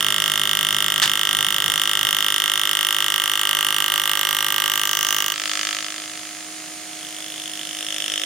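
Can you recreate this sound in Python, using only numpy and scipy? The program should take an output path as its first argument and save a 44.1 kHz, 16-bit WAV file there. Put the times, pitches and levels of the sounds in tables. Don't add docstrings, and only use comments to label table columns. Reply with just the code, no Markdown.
import sys
import numpy as np
from scipy import signal
from scipy.fft import rfft, irfft
from scipy.io import wavfile

SR = 44100
rng = np.random.default_rng(int(sys.argv[2]) if len(sys.argv) > 2 else 0)


def bounce(signal):
    frames = np.transpose(np.atleast_2d(signal))
    limited = np.clip(frames, -1, 1)
    pcm = np.round(limited * 32767).astype(np.int16)
    wavfile.write(sys.argv[1], SR, pcm)


N = 363825
T = np.arange(N) / SR
LIFT_S, UNCOVER_S = 5.331, .12
PUMP_STOP_S = 1.022


def undb(db):
    return 10 ** (np.asarray(db) / 20)


def curve(rows):
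    return np.interp(T, *np.transpose(rows))


def ramp(start_s, length_s):
    return np.clip((T - start_s) / length_s, 0, 1)


def unit(x):
    return x / np.sqrt(np.mean(x ** 2))


def walk(rate):
    knots = rng.standard_normal(2000)
    return np.interp(T * rate, np.arange(len(knots)), knots)


def over_hz(rows, size):
    hz, value = np.transpose(rows)
    bins_hz = np.fft.rfftfreq(size, 1 / SR)
    return np.interp(np.log(bins_hz + 1), np.log(hz + 1), value)


def noise(colour, spread=.3):
    spectrum = rfft(rng.standard_normal((2, N))) * undb(over_hz(colour, N))
    mid, side = irfft(spectrum, N)
    return unit(mid) + spread * unit(side) * np.array([[1], [-1]])


def ring(x, modes, column):
    f = np.fft.rfftfreq(8192, 1 / SR)
    response = 0
    for k, mode in enumerate(modes):
        hz, width = mode[:2]
        resonance = 1j * f * width / (hz ** 2 - f ** 2 + 1j * f * width)
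        response = response + (-1) ** k * undb(mode[column]) * resonance
    h = irfft(response)
    return signal.oaconvolve(x, h[None] / np.linalg.norm(h), axes=1)[:, :N]


# (time [s], rate [Hz])
STROKE_RATE = [(0, 51.42), (3.2, 51.322), (5.6, 51.47), (6.0, 51.65), (6.6, 51.43), (8.25, 51.345)]
FIRST_BLOW_S = .0068


def strokes(swing_s, jitter_s, scatter_db):
    turns = np.cumsum(curve(STROKE_RATE)) / SR
    stroke = np.arange(int(turns[-1]) + 1)
    chance = rng.standard_normal((len(stroke), 2))
    even_s = np.interp(stroke, turns, T) + FIRST_BLOW_S
    at = (even_s - swing_s * (-1) ** stroke + jitter_s * chance[:, 0]) * SR
    taps = at.astype(int)[:, None] + np.arange(-8, 9)
    offset = taps - at[:, None]
    shape = np.sinc(offset) * np.sinc(offset / 10)
    pushes = np.zeros(N)
    np.add.at(pushes, np.clip(taps, 0, N - 1), shape * undb(scatter_db * chance[:, 1:]))
    return unit(pushes)


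def rebound(x, share, lag_s, drift_s=.00002):
    echo = np.interp(T - lag_s - drift_s * walk(2.47), T, x)
    return x + share * echo


def scrape(pushes, decay_s, edge_hz):
    energy = signal.lfilter([1], [1, -np.exp(-1 / (decay_s * SR))], pushes ** 2)
    highpass = signal.butter(2, edge_hz, "high", fs=SR, output="sos")
    grit = signal.sosfilt(highpass, rng.standard_normal((2, N)))
    return unit(grit * np.sqrt(energy))


SINK_START_S, SINK_S = 2.5, 2.1


def cut_depth():
    return ramp(SINK_START_S, SINK_S)


# (frequency [Hz], width [Hz], relative level in a shallow cut [dB], in a deep cut [dB])
CUT_MODES = [(104, 29, -7.5, -5), (153.7, 8, -3.5, -1), (371, 25, 9, 9), (568.1, 6.7, 9, 11.5),
             (938, 152, 13.5, 16.5), (1169, 258, 17.5, 19.5), (1188.7, 56.3, 22.5, 26.5),
             (1318, 31, 19, 15), (1403, 154, 16, 15.5), (1595, 36, 16, 18), (1912, 98, 20, 19.5),
             (2134, 20, 17.5, 16.5), (2907, 65, 24, 25), (3140, 138, 21, 24.5), (3125, 368, 25.5, 25),
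             (3307, 110, 15.5, 7), (3490, 130, 21, 9), (3548, 275, 23, 12.5), (5187, 180, 12.5, 1),
             (5330, 900, 5.5, -5), (5753, 116, 12.5, 13), (6720, 170, 6, 0.5), (7410, 330, 6, 6.5),
             (9191, 486, 16, 14.5), (9343, 654, 15, 13.5), (11970, 520, 0.2, -18), (11920, 1200, -2, -1.5),
             (13900, 500, 6.5, 9), (14450, 1500, -5.5, -6)]
# (frequency [Hz], width [Hz], relative level [dB])
BITE_MODES = [(593, 70, 2.5), (830, 210, -3.5), (4870, 1100, -7), (6080, 770, 2.5), (6840, 360, 1.5),
              (13070, 280, -14), (13520, 820, -2.5)]
# (frequency [Hz], width [Hz], relative level [dB])
CLACK_MODES = [(3630, 5000, 0)]
CUT_DB, EASE_S, EASE_DB = -23.5, .16, -3
BITE_START_S, BITE_RISE_S = 4.34, 0.61
SHALLOW_BITE_DB, BITE_DB, BITE_EASE_DB = -49.5, -31.5, -5
BITE_DAMP_DB = -0.9


def cutting():
    pushes = strokes(swing_s=.000053, jitter_s=.000012, scatter_db=.2) * (T < LIFT_S)
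    blows = unit(rebound(pushes, share=0.22, lag_s=0.000604))
    grit = scrape(pushes, decay_s=.0011, edge_hz=7500)
    drive = blows + undb(1.5) * grit
    easing = ramp(LIFT_S - EASE_S, EASE_S)
    force = undb(CUT_DB + EASE_DB * easing)
    biting = ramp(BITE_START_S, BITE_RISE_S)
    bite_db = SHALLOW_BITE_DB + (BITE_DB - SHALLOW_BITE_DB) * biting
    bite = undb(bite_db + BITE_EASE_DB * easing)
    depth = cut_depth()
    shallow = ring(drive * force * (1 - depth), CUT_MODES, column=2)
    deep = ring(drive * force * depth, CUT_MODES, column=3)
    body = (shallow + deep) * undb(BITE_DAMP_DB * biting ** 2)
    clack = undb(-16.0) * ring(blows[None] * force, CLACK_MODES, column=2)
    return body - clack + ring(drive * bite, BITE_MODES, column=2)


PASS_S, PASS_LINGER_S, PASS_WIDTH_S = 5.59, 0.14, 0.12


def nearness():
    away_s = np.maximum(abs(T - PASS_S) - PASS_LINGER_S / 2, 0)
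    return 1 / np.hypot(1, away_s / PASS_WIDTH_S)


# (frequency [Hz], relative density [dB per Hz])
AIR_COLOUR = [(18, -63), (30, -39), (153, -11.5), (233, -15), (311, -13.5), (461, -14), (721, -14.5),
              (1010, -15), (1280, -12.5), (2480, -10), (2900, -14), (3870, -12.5), (6720, -14), (9460, -16),
              (16000, -40)]
# (frequency [Hz], width [Hz], relative level [dB])
VENT_MODES = [(4200, 35, 5), (5230, 300, -4), (5910, 59, -2), (6570, 810, 2), (6700, 28, -4),
              (7240, 28, -11), (7330, 23, 5), (8600, 71, 5), (9000, 29, -2), (9600, 130, 4)]
VENT_SHALLOW_DB, VENT_DEEP_DB, VENT_OPEN_DB, PASS_VENT_DB = -52.5, -51, -39.5, -45


def exhaust():
    vents = ring(rng.standard_normal((2, N)), VENT_MODES, column=2)
    uncovered = ramp(LIFT_S, UNCOVER_S)
    on_work = undb(VENT_SHALLOW_DB + (VENT_DEEP_DB - VENT_SHALLOW_DB) * cut_depth())
    in_air = undb(VENT_OPEN_DB) + undb(PASS_VENT_DB) * nearness() ** 2
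    steady = noise(AIR_COLOUR, spread=0.41) * undb(-39.5 + .5 * walk(6.6))
    return steady + vents * (on_work * (1 - uncovered) + in_air * uncovered)


# (multiple of the hum frequency, relative level [dB])
HUM_PARTIALS = [(.575, -69), (1, -51), (2, -60), (2.293, -55), (6.67, -59), (7.33, -61), (8.485, -62),
                (9.465, -63.5), (10.47, -65)]
HUM_HZ, SAG_HZ, RECOVER_HZ = 317.6, 8.9, 4.4
SAG_S, RECOVER_START_S, RECOVER_S = 1.3, 3.3, 3.2
HUM_SCREENED_DB, HUM_OPEN_DB = -1.5, 5


def motor():
    sag = SAG_HZ * ramp(PUMP_STOP_S, SAG_S)
    hz = HUM_HZ - sag + RECOVER_HZ * ramp(RECOVER_START_S, RECOVER_S)
    phase = 2 * np.pi * np.cumsum(hz + 0.645 * walk(8.1)) / SR
    tones = 0
    for multiple, db in HUM_PARTIALS:
        level = undb(db + 0.59 * walk(5))
        tones = tones + level * np.sin(multiple * phase + rng.uniform(0, 2 * np.pi))
    screen_db = HUM_SCREENED_DB + (HUM_OPEN_DB - HUM_SCREENED_DB) * ramp(LIFT_S, UNCOVER_S)
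    return np.sqrt(2) * tones * undb(screen_db)


LURCH_RISE_S, LURCH_DECAY_S = 0.065, 0.12


def lurch(at_s):
    return np.exp(-np.maximum((at_s - T) / LURCH_RISE_S, (T - at_s) / LURCH_DECAY_S))


# (multiple of its stroke rate, level [dB])
PUMP_PARTIALS = [(1, -61), (2, -56.5), (3, -47), (4, -49), (5, -51.5), (6, -67), (7, -58), (8, -53),
                 (9, -57.5), (13.11, -50)]
# (frequency [Hz], relative density [dB per Hz])
PUFF_COLOUR = [(240, -49), (400, -29), (1210, -7), (1470, -7), (1720, -3), (2510, -11), (3550, -5.5),
               (6920, -11), (15000, -32)]
# (frequency [Hz], relative density [dB per Hz])
SHUDDER_COLOUR = [(25, -19), (70, -22), (110, -9), (160, -4.5), (260, -14.5), (420, -16.5), (900, -15.5),
                  (2000, -37)]
# (time [s], level [dB])
LURCHES = [(1.07, -41.5), (1.4, -40.5), (1.69, -41), (2.0, -47), (2.2, -51)]
PUMP_HZ = 48.44
TREMBLE_DB, TREMBLE_DECAY_S = -51.5, .9


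def compressor():
    phase = 2 * np.pi * PUMP_HZ * T
    drone = 0
    for multiple, db in PUMP_PARTIALS:
        level = np.sqrt(2) * undb(db + .7 * walk(7.7))
        drone = drone + level * np.sin(multiple * phase + rng.uniform(0, 2 * np.pi))
    since = np.maximum(T - PUMP_STOP_S, 0)
    opening = 1 - np.exp(-since / .002)
    puff = noise(PUFF_COLOUR, spread=.5) * opening * np.exp(-since / 0.025)
    tremble = undb(TREMBLE_DB) * opening * np.exp(-since / TREMBLE_DECAY_S)
    shaking = sum(undb(db) * lurch(at_s) for at_s, db in LURCHES) + tremble
    shudder = noise(SHUDDER_COLOUR, spread=0.13) * shaking * undb(1.8 * walk(22.1))
    return drone * np.exp(-since / 0.09) + undb(-12.0) * puff + shudder


# (frequency [Hz], width [Hz], relative level in the air [dB], just touching [dB])
HAND_MODES = [(570, 78, 6, 17.5), (1144, 100, 10.5, 9), (1316, 64, 18, 15), (1633, 100, 16.5, 17),
              (1805, 290, 16.5, 17.5), (2130, 100, 8, -3), (2335, 21, 12, 7), (3038, 490, 19, 30),
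              (3120, 260, 20, 27.5), (3198, 24, 20, 25.5), (3580, 310, 18, 25), (4970, 910, 1.5, -3),
              (5235, 560, 15, 17.5), (5510, 440, 7, 19.5), (6700, 720, 7, 6.5), (7270, 160, 9, 12),
              (8560, 3200, 2, -4), (14600, 1000, -21, -15)]
# (frequency [Hz], width [Hz], relative level [dB])
POINT_MODES = [(9100, 800, 0), (9630, 320, 5), (13400, 940, -8)]
PASS_DB = -25
TOUCH_START_S, TOUCH_RISE_S, TOUCH_DB, SWELL_DB_PER_S = 6.766, 0.32, -40, 7.5
FEED_START_S, FEED_RISE_S, FEED_DB = 7.69, 0.37, 4


def lifted():
    pushes = strokes(swing_s=.000095, jitter_s=.00002, scatter_db=.3)
    grit = undb(4) * scrape(pushes, decay_s=0.0015, edge_hz=4900)
    touch = ramp(TOUCH_START_S, TOUCH_RISE_S)
    swell_db = SWELL_DB_PER_S * (T - TOUCH_START_S)
    force = undb(TOUCH_DB + swell_db + FEED_DB * ramp(FEED_START_S, FEED_RISE_S))
    in_air = nearness() * (T >= LIFT_S) * (1 - touch)
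    loose = (pushes + undb(-1) * grit) * undb(PASS_DB) * in_air
    rattle = undb(-1.0) * ring(loose, HAND_MODES, column=2)
    clack = undb(-4.0) * ring(loose, CLACK_MODES, column=2)
    pressed = (rebound(pushes, share=0.36, lag_s=0.00064) + grit) * force * touch
    resting = ring(pressed, HAND_MODES, column=3)
    point = ring((pushes + grit) * np.sqrt(force) * touch, POINT_MODES, column=2)
    return rattle - clack + undb(-3.0) * resting + undb(-31.5) * point


def workshop(x, t60_s, room_db):
    t = T[:SR // 2]
    envelope = undb(-60 * t / t60_s) * (1 - np.exp(-t / 0.0012))
    tail = rng.standard_normal((2, len(t))) * envelope
    tail = signal.sosfilt(signal.butter(1, 9000, fs=SR, output="sos"), tail)
    tail = tail / np.linalg.norm(tail, axis=1, keepdims=True)
    return x + undb(room_db) * signal.fftconvolve(x, tail, axes=1)[:, :N]


# (frequency [Hz], left minus right [dB])
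PAN = [(60, 0), (250, -6.5), (600, -2.5), (1300, -8), (2000, -4), (3000, -2), (4400, -3.5), (7000, -1),
       (9500, -3.5), (14000, -5.5)]
# (frequency [Hz], lead of the left [rad])
LEAD = [(100, 0), (1000, .17), (2000, .35), (3200, .55), (5000, .7), (7700, 1.3), (9700, .9), (13500, 1.6)]


def capsules(x, offside):
    half = np.array([[1], [-1]]) * offside / 2
    ears = undb(half * over_hz(PAN, N)) * np.exp(1j * half * over_hz(LEAD, N))
    return irfft(rfft(x) * ears / abs(ears.mean(axis=0)), N)


def scene():
    graver = capsules(cutting(), offside=0.94) + capsules(lifted(), offside=0.39)
    machines = capsules(exhaust() + motor() + compressor(), offside=0.97)
    return workshop(graver, t60_s=0.091, room_db=-11) + machines


TOP_HZ = 15900


def record(dry):
    lowpass = signal.ellip(10, .2, 70, TOP_HZ, fs=SR, output="sos")
    return signal.sosfilt(lowpass, np.clip(dry, -1, 1))


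dry = scene()
out = record(dry)
bounce(out)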